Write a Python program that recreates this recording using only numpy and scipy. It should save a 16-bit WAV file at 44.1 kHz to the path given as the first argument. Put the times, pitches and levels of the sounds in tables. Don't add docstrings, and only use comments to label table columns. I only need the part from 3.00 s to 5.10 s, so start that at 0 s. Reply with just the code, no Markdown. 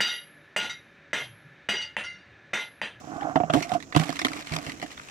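import sys
import numpy as np
from scipy import signal
from scipy.fft import rfft, irfft, next_fast_len
from scipy.io import wavfile
from scipy.ndimage import uniform_filter1d

SR = 44100
rng = np.random.default_rng(int(sys.argv[2]) if len(sys.argv) > 2 else 0)


def volts(x):
    e = np.asarray(x, float) / 20
    return 10 ** e


def put_to_file(sound):
    columns = np.atleast_2d(sound).T
    safe = np.clip(columns, -1, 1)
    whole_steps = np.round(safe * 32767)
    wavfile.write(sys.argv[1], SR, whole_steps.astype(np.int16))


N = 92610

# pitch_hz, width_hz, level_db
BOTTOM_RING = [(162.6, 19.6, 1.5), (196.7, 64, -3.5)]
MIDDLE_RING = [(284.6, 57.7, 8.5), (229.6, 46, -8), (363, 99, -11)]
UPPER_RING = [(700, 60.3, 6), (642, 47, 0.5), (729, 170, -9)]
# time_s, pitch_hz
GRIP_PITCH = [(0, 734), (.25, 785), (.4, 700), (.72, 702), (.76, 704)]


def evened(x):
    return x / np.sqrt(np.mean(x ** 2) + 1e-20)


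def read(points, hz):
    f, value = np.transpose(points)
    return np.interp(np.log(hz + 1), np.log(f + 1), value)


def curve(points, axis=1):
    points = np.array(points)
    return np.interp(np.arange(N) / SR, points[:, 0], points[:, axis])


def colour(x, points, lag=0):
    size = 2 * next_fast_len(x.shape[-1] // 2 + 1024)
    hz = np.fft.rfftfreq(size, 1 / SR)
    log_gain = np.log(volts(read(points, hz)))
    mirrored = np.r_[log_gain, log_gain[-2:0:-1]]
    phase = -signal.hilbert(mirrored).imag[:len(hz)] - 2 * np.pi * hz * lag
    return irfft(rfft(x, size) * np.exp(log_gain + 1j * phase), size)[..., :x.shape[-1]]


def ring(x, hz, width, order=1):
    turn = np.exp(2j * np.pi * np.cumsum(hz * np.ones(x.shape[-1])) / SR)
    r = np.exp(-np.pi * width / SR)
    low = x / turn
    for _ in range(order):
        low = signal.lfilter([1 - r], [1, -r], low)
    return 2 * (low * turn).real


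def body(x, group, shift=1):
    return sum(volts(db) * ring(x, hz * shift, width * 1.47, order=2) for hz, width, db in group)


def clicks(count, per_s, spread_db):
    chance, side, size = rng.random((count, 3)).T
    loudness = volts(spread_db * np.minimum(-np.log(size + 1e-9), 4))
    return (chance < per_s / SR) * np.sign(side - .5) * loudness


def ports(count, per_s, spread_db):
    shared = 0.74
    both, left, right = (clicks(count, per_s / 2, spread_db) for _ in range(3))
    return np.array([shared * both + left, shared * both + right])


def add(mix, s, sound):
    part = mix[round(s * SR):][:len(sound)]
    part += sound[:len(part)]


def beach():
    # pitch_hz, level_db
    surf_tone = [(20, 11), (60, -1), (250, -3), (600, -10.5), (1300, -31), (4300, -34), (9000, -47),
                 (15000, -44)]
    surf_db, hiss_db = -47.5, -59
    hiss_hz, hiss_width_hz = 6370, 2300
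    a, b, c, d = rng.standard_normal((4, N))
    surf = np.array([colour(a, surf_tone), colour(0.33 * a + 0.36 * b, surf_tone)])
    surf = evened(surf) * volts([[-2.5], [2.]])
    edges = hiss_hz + np.array([-.5, .5]) * hiss_width_hz
    hiss = signal.sosfilt(signal.butter(4, edges, "band", fs=SR, output="sos"), [c, d])
    return volts(surf_db) * surf + volts(hiss_db) * evened(hiss) * volts([[-3.], [3.]])


def grit():
    # time_s, level_db
    grit_level = [(.3, -59), (.5, -66), (.55, -38.5), (.65, -48), (.68, -55.5), (.74, -41), (.79, -60.5),
                  (.91, -62.5), (.98, -37.5), (1.12, -47.5), (1.27, -49), (1.31, -49.5), (1.39, -41),
                  (1.43, -53), (1.54, -42), (1.62, -51), (1.67, -47), (1.76, -55), (2.05, -53)]
    # pitch_hz, level_db
    grain_tone = [(500, -7), (1200, 0), (2200, 0.5), (3800, -4.5), (7500, -9.5), (14000, -23.5),
                  (16000, -73)]
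    grains_per_s = 5600
    clumps = volts(2.0 * evened(uniform_filter1d(rng.standard_normal(N), 400)))
    grains = np.zeros((2, N))
    for hz in np.geomspace(800, 13000, 8):
        grains += ring(ports(N, grains_per_s / 8, spread_db=4.0), hz, hz * 0.37)
    return evened(colour(grains * clumps, grain_tone)) * volts(curve(grit_level))


def rubbing():
    # time_s, level_db, middle_against_upper_db
    rub_level = [(0, -50.5, -4), (.06, -41.5, 3), (.22, -34.5, 1.5), (.31, -31, -5), (.35, -42, -0.5),
                 (.58, -39, 8.5), (.68, -43.5, 2.5), (.71, -34, -8), (.77, -36.5, 4.5), (.82, -60, 17),
                 (.92, -50.5, -4), (1.02, -31, -0.5), (1.15, -51, 10), (1.38, -43, 6.5), (1.46, -57.5, 5),
                 (1.58, -43.5, 3), (1.72, -47.5, 13), (1.98, -59.5, -0.5)]
    # pitch_hz, width_hz, level_db
    edge_rasp = [(1180, 310, 1.5), (1410, 206, -4)]
    rubs_per_s, bottom_db, rasp_db = 650, -11, -4.5
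    runs, waver = (evened(uniform_filter1d(v, 700)) for v in rng.standard_normal((2, N)))
    drive = clicks(N, rubs_per_s, spread_db=3.0) * volts(2.46 * runs)
    drive = signal.lfilter(*signal.butter(2, 2000, fs=SR), drive)
    low = evened(body(drive, MIDDLE_RING)) + volts(bottom_db) * evened(body(drive, BOTTOM_RING))
    shift = curve(GRIP_PITCH) / UPPER_RING[0][0] * (1 + 0.058 * waver)
    upper = evened(body(drive, UPPER_RING, shift))
    scrape = drive + clicks(N, rubs_per_s * 2, spread_db=3.0)
    upper = upper + volts(rasp_db) * evened(body(scrape, edge_rasp))
    return (upper + low * volts(curve(rub_level, axis=2))) * volts(curve(rub_level))


def sings():
    # start_s, peak_db, pitch_hz, length_s
    slips = [(0.043, -35, 794, 0.011), (0.118, -26, 732, 0.014), (0.152, -31.5, 753, 0.0083),
             (0.178, -26, 700, 0.019), (0.22, -21, 804, .014), (0.253, -19.5, 730, 0.01),
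             (.269, -18, 693, 0.011), (0.288, -20.5, 700, .008), (0.299, -28.5, 726, 0.013),
             (0.313, -26, 734, 0.017), (0.604, -31, 724, .012), (0.645, -29.5, 695, 0.037),
             (.694, -26.5, 722, 0.04), (0.7175, -13, 735, .013), (0.748, -12, 700, 0.024)]
    rise, fall = 0.14, 1.56
    out = np.zeros(N)
    for s, db, hz, length in slips:
        u = np.arange(0, 2.5 * length, 1 / SR) / length
        shape = np.minimum(u / rise, 1) * np.exp(-fall * u ** 2)
        add(out, s, volts(db) * shape * np.sin(2 * np.pi * hz * length * u))
    return out


def clacks():
    # start_s, peak_db, first_hz, second_hz, rattle_s
    damp_taps = [(.116, -44, 1260, 1480, 0.0034), (.208, -33, 1660, 1300, 0.014),
                 (.229, -29.5, 1430, 1720, 0.0091), (.304, -52, 1460, 2150, 0.0035),
                 (.3575, -19.5, 1320, 1710, 0.011), (.5028, -24, 1350, 3000, 0.0059),
                 (.401, -29.5, 1120, 1440, 0.013), (.434, -28, 1140, 1590, 0.011),
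                 (.498, -18.5, 1200, 1520, 0.0074), (.924, -24.5, 1720, 1220, 0.0051),
                 (.9487, -12, 1200, 2100, 0.0031), (1.9765, -28, 1320, 3340, 0.00088),
                 (1.997, -29.5, 1300, 1670, 0.0022)]
    # start_s, peak_db, lower_hz, upper_hz, rattle_s
    bright_clacks = [(0.536, -13, 1180, 2800, 0.0053), (0.543, -17, 1090, 2830, 0.012),
                     (0.605, -26, 1940, 3980, 0.0021), (0.624, -20.5, 2150, 5520, 0.014),
                     (0.6923, -30, 1850, 4860, 0.0043), (0.718, -24.5, 1280, 3000, 0.0052),
                     (0.7362, -24, 1080, 2730, 0.01), (0.8014, -32.5, 1830, 3300, 0.011),
                     (0.825, -27, 1940, 3770, 0.0094), (0.962, -8, 1130, 2680, 0.0031),
                     (0.9722, -11.5, 1530, 3150, 0.0047), (0.9954, -18.5, 1920, 2827, 0.006),
                     (1.0346, -23.5, 1670, 2810, 0.0051), (1.038, -29, 2340, 2820, 0.006),
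                     (1.0534, -37, 2070, 2940, 0.0054), (1.0912, -23.5, 2120, 3000, 0.0052),
                     (1.1025, -22, 1700, 3000, 0.0033), (1.1263, -24, 1130, 4960, 0.0029),
                     (1.157, -26, 2800, 3450, 0.0051), (1.1664, -25.5, 1980, 2800, 0.0047),
                     (1.1908, -17.5, 1690, 5160, 0.0075), (1.208, -30, 2390, 3890, 0.0056),
                   (1.215, -19.5, 2050, 3500, 0.0075), (1.2477, -11, 2040, 3200, 0.0069),
                   (1.2554, -20, 2100, 2760, 0.0083), (1.2663, -19, 1210, 3750, 0.0027),
                   (1.283, -24, 1910, 4130, 0.0073), (1.3167, -30, 1200, 4880, 0.0061),
                   (1.3254, -44, 1180, 3920, 0.0029), (1.332, -25.5, 2074, 2730, 0.0023),
                   (1.3645, -31, 1120, 3680, 0.0046), (1.3712, -29.5, 2090, 3840, 0.0082),
                   (1.3904, -31, 2220, 2800, 0.0034), (1.3946, -41, 2320, 2770, 0.005),
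                   (1.422, -34.5, 2170, 3720, 0.0046), (1.4704, -26.5, 2240, 2920, 0.0054),
                   (1.504, -42, 1230, 3880, 0.0033), (1.5209, -21.5, 2220, 3740, 0.0053),
                   (1.5364, -22, 2010, 4170, 0.0035), (1.5636, -17, 2220, 3300, 0.0017),
                   (1.5857, -25, 2190, 4630, 0.0023), (1.6262, -38.5, 1260, 4420, 0.0069),
                   (1.6645, -26, 2010, 2720, 0.013), (1.695, -28, 1900, 2670, 0.0087),
                   (1.7187, -28, 2090, 2600, 0.0055), (1.7973, -35, 2020, 2860, 0.0059),
                   (1.8152, -30, 1980, 2680, 0.0096), (1.8251, -23, 1980, 2740, 0.014),
                   (1.8616, -34, 1850, 2960, 0.0057), (1.9049, -35.5, 2650, 2800, 0.0069),
                   (1.9145, -33, 2060, 2980, 0.014), (2.032, -44, 1780, 3780, 0.0054),
                   (2.0547, -52, 2390, 5900, 0.0029), (2.0854, -33.5, 2590, 3050, 0.005),
                   (2.0964, -40, 1620, 2800, 0.0037)]
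    # pitch_hz, level_db
    stone_tone = [(500, -6.5), (1200, 7), (2200, -0.5), (3800, -7), (7300, -10), (13000, -19.5),
                  (16000, -83)]
    snap_s, rise_s, rattle_db = 0.0026, 0.00079, 2
    upper_db, stray_db = -6, -8.5
    out, t = np.zeros((2, N)), np.arange(3000) / SR
    for rows, crack_db in ((damp_taps, -18.), (bright_clacks, -2.)):
        for s, db, hz, upper_hz, length in rows:
            shape = np.exp(-t / snap_s) + volts(rattle_db) * np.exp(-t / max(length, .001))
            drive = shape * np.minimum(t / rise_s, 1) * ports(len(t), 14000, spread_db=3.4)
            crack = evened(colour(drive, stone_tone))
            drive[:, 0] = 4.6
            modes = ring(drive, hz, 676, order=2)
            modes = modes + volts(upper_db) * ring(drive, upper_hz, 870, order=2)
            stray_hz = hz * rng.uniform(1.374, 2.21)
            modes = modes + volts(stray_db) * ring(drive, stray_hz, 940, order=2)
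            sound = evened(modes) + volts(crack_db) * crack
            add(out.T, s, volts(db) * sound.T / abs(sound).max())
    return out


def knocks():
    # start_s, upper_db, bottom_db, middle_db, contact_s
    blows = [(0.357, -11, -13, -11, 0.014), (0.401, -13, -21, -19.5, 0.011),
             (0.435, -14, -16.5, -51, 0.0019), (0.498, -15.5, -18, -24.5, 0.0079),
             (0.5373, -17.5, -20, -12, 0.013), (0.553, -17.5, -16.5, -18, 0.026),
             (0.7165, -28, -19.5, -37, 0.022), (0.746, -24.5, -56, -26.5, 0.018),
             (0.9508, -20.5, -18.5, -19.5, 0.0044), (0.9623, -16, -3.5, -10, 0.009),
             (0.998, -22.5, -9.5, -21, 0.0068), (1.092, -20.5, -19.5, -18.5, 0.014),
             (1.215, -28, -55, -30.5, 0.013), (1.249, -26, -51, -19.5, 0.011),
             (1.517, -30, -17.5, -26.5, 0.035), (1.561, -29.5, -25.5, -40, 0.037),
             (1.669, -33.5, -27, -33.5, 0.018), (1.825, -25, -63, -29.5, 0.025)]
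    # start_s, level_db
    hand_thuds = [
        (0.356, -22),
        (0.96, -27.5),
        (1.513, -26),
        (1.665, -32),
    ]
    # pitch_hz, width_hz, level_db
    thud_ring = [(78, 73, 0)]
    slips_per_s, slip_db = 1400, -14
    groups = (UPPER_RING, BOTTOM_RING, MIDDLE_RING)
    trims_db = (2.5, -3.5, 2.5)
    out, t = np.zeros(N), np.arange(5000) / SR
    grip = curve(GRIP_PITCH) / UPPER_RING[0][0]
    for s, *levels, length in blows:
        contact = np.exp(-(t / max(length, .001)) ** 2)
        drive = volts(slip_db) * clicks(len(t), slips_per_s, spread_db=4.5) * contact
        drive[0] = 1
        shifts = (grip[round(s * SR)], 1, 1)
        for db, trim_db, group, shift in zip(levels, trims_db, groups, shifts):
            rung = body(drive, group, shift)
            add(out, s, volts(db + trim_db) * rung / abs(rung).max())
    thud = body(t == 0, thud_ring)
    for s, db in hand_thuds:
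        add(out, s, volts(db) * thud / abs(thud).max())
    return out


def scene():
    # pitch_hz, level_db
    held_left = [(60, -8.5), (200, -10.5), (400, -13.5), (750, -13), (1300, -7)]
    # pitch_hz, level_db
    air_left = [(700, -4), (1300, 0), (2400, -1.5), (4400, -4.5), (8000, -4), (15000, 0)]
    # time_s, level_db
    drift = [(.5, 0.5), (.8, -4.5), (1., -4.5), (1.3, 1), (2.1, 1.5)]
    held_lag_s, air_lag_s = 0.00027, 0.000382
    held = knocks() + rubbing() + sings()
    air = clacks() + grit()
    held = volts(-0.5) * np.array([colour(held, held_left, held_lag_s), held])
    left_air = colour(air[0], air_left, air_lag_s) * volts(curve(drift))
    return held + volts(4.5) * np.array([left_air, air[1]]) + beach()


def band_limit(x):
    return signal.sosfilt(signal.butter(12, 16370, fs=SR, output="sos"), x)


def record(dry):
    dry = signal.sosfilt(signal.butter(12, 21000, fs=SR, output="sos"), dry)
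    dry = signal.sosfilt(signal.butter(2, 72, "high", fs=SR, output="sos"), dry)
    return band_limit(dry)


dry = scene()
out = record(dry)
put_to_file(out)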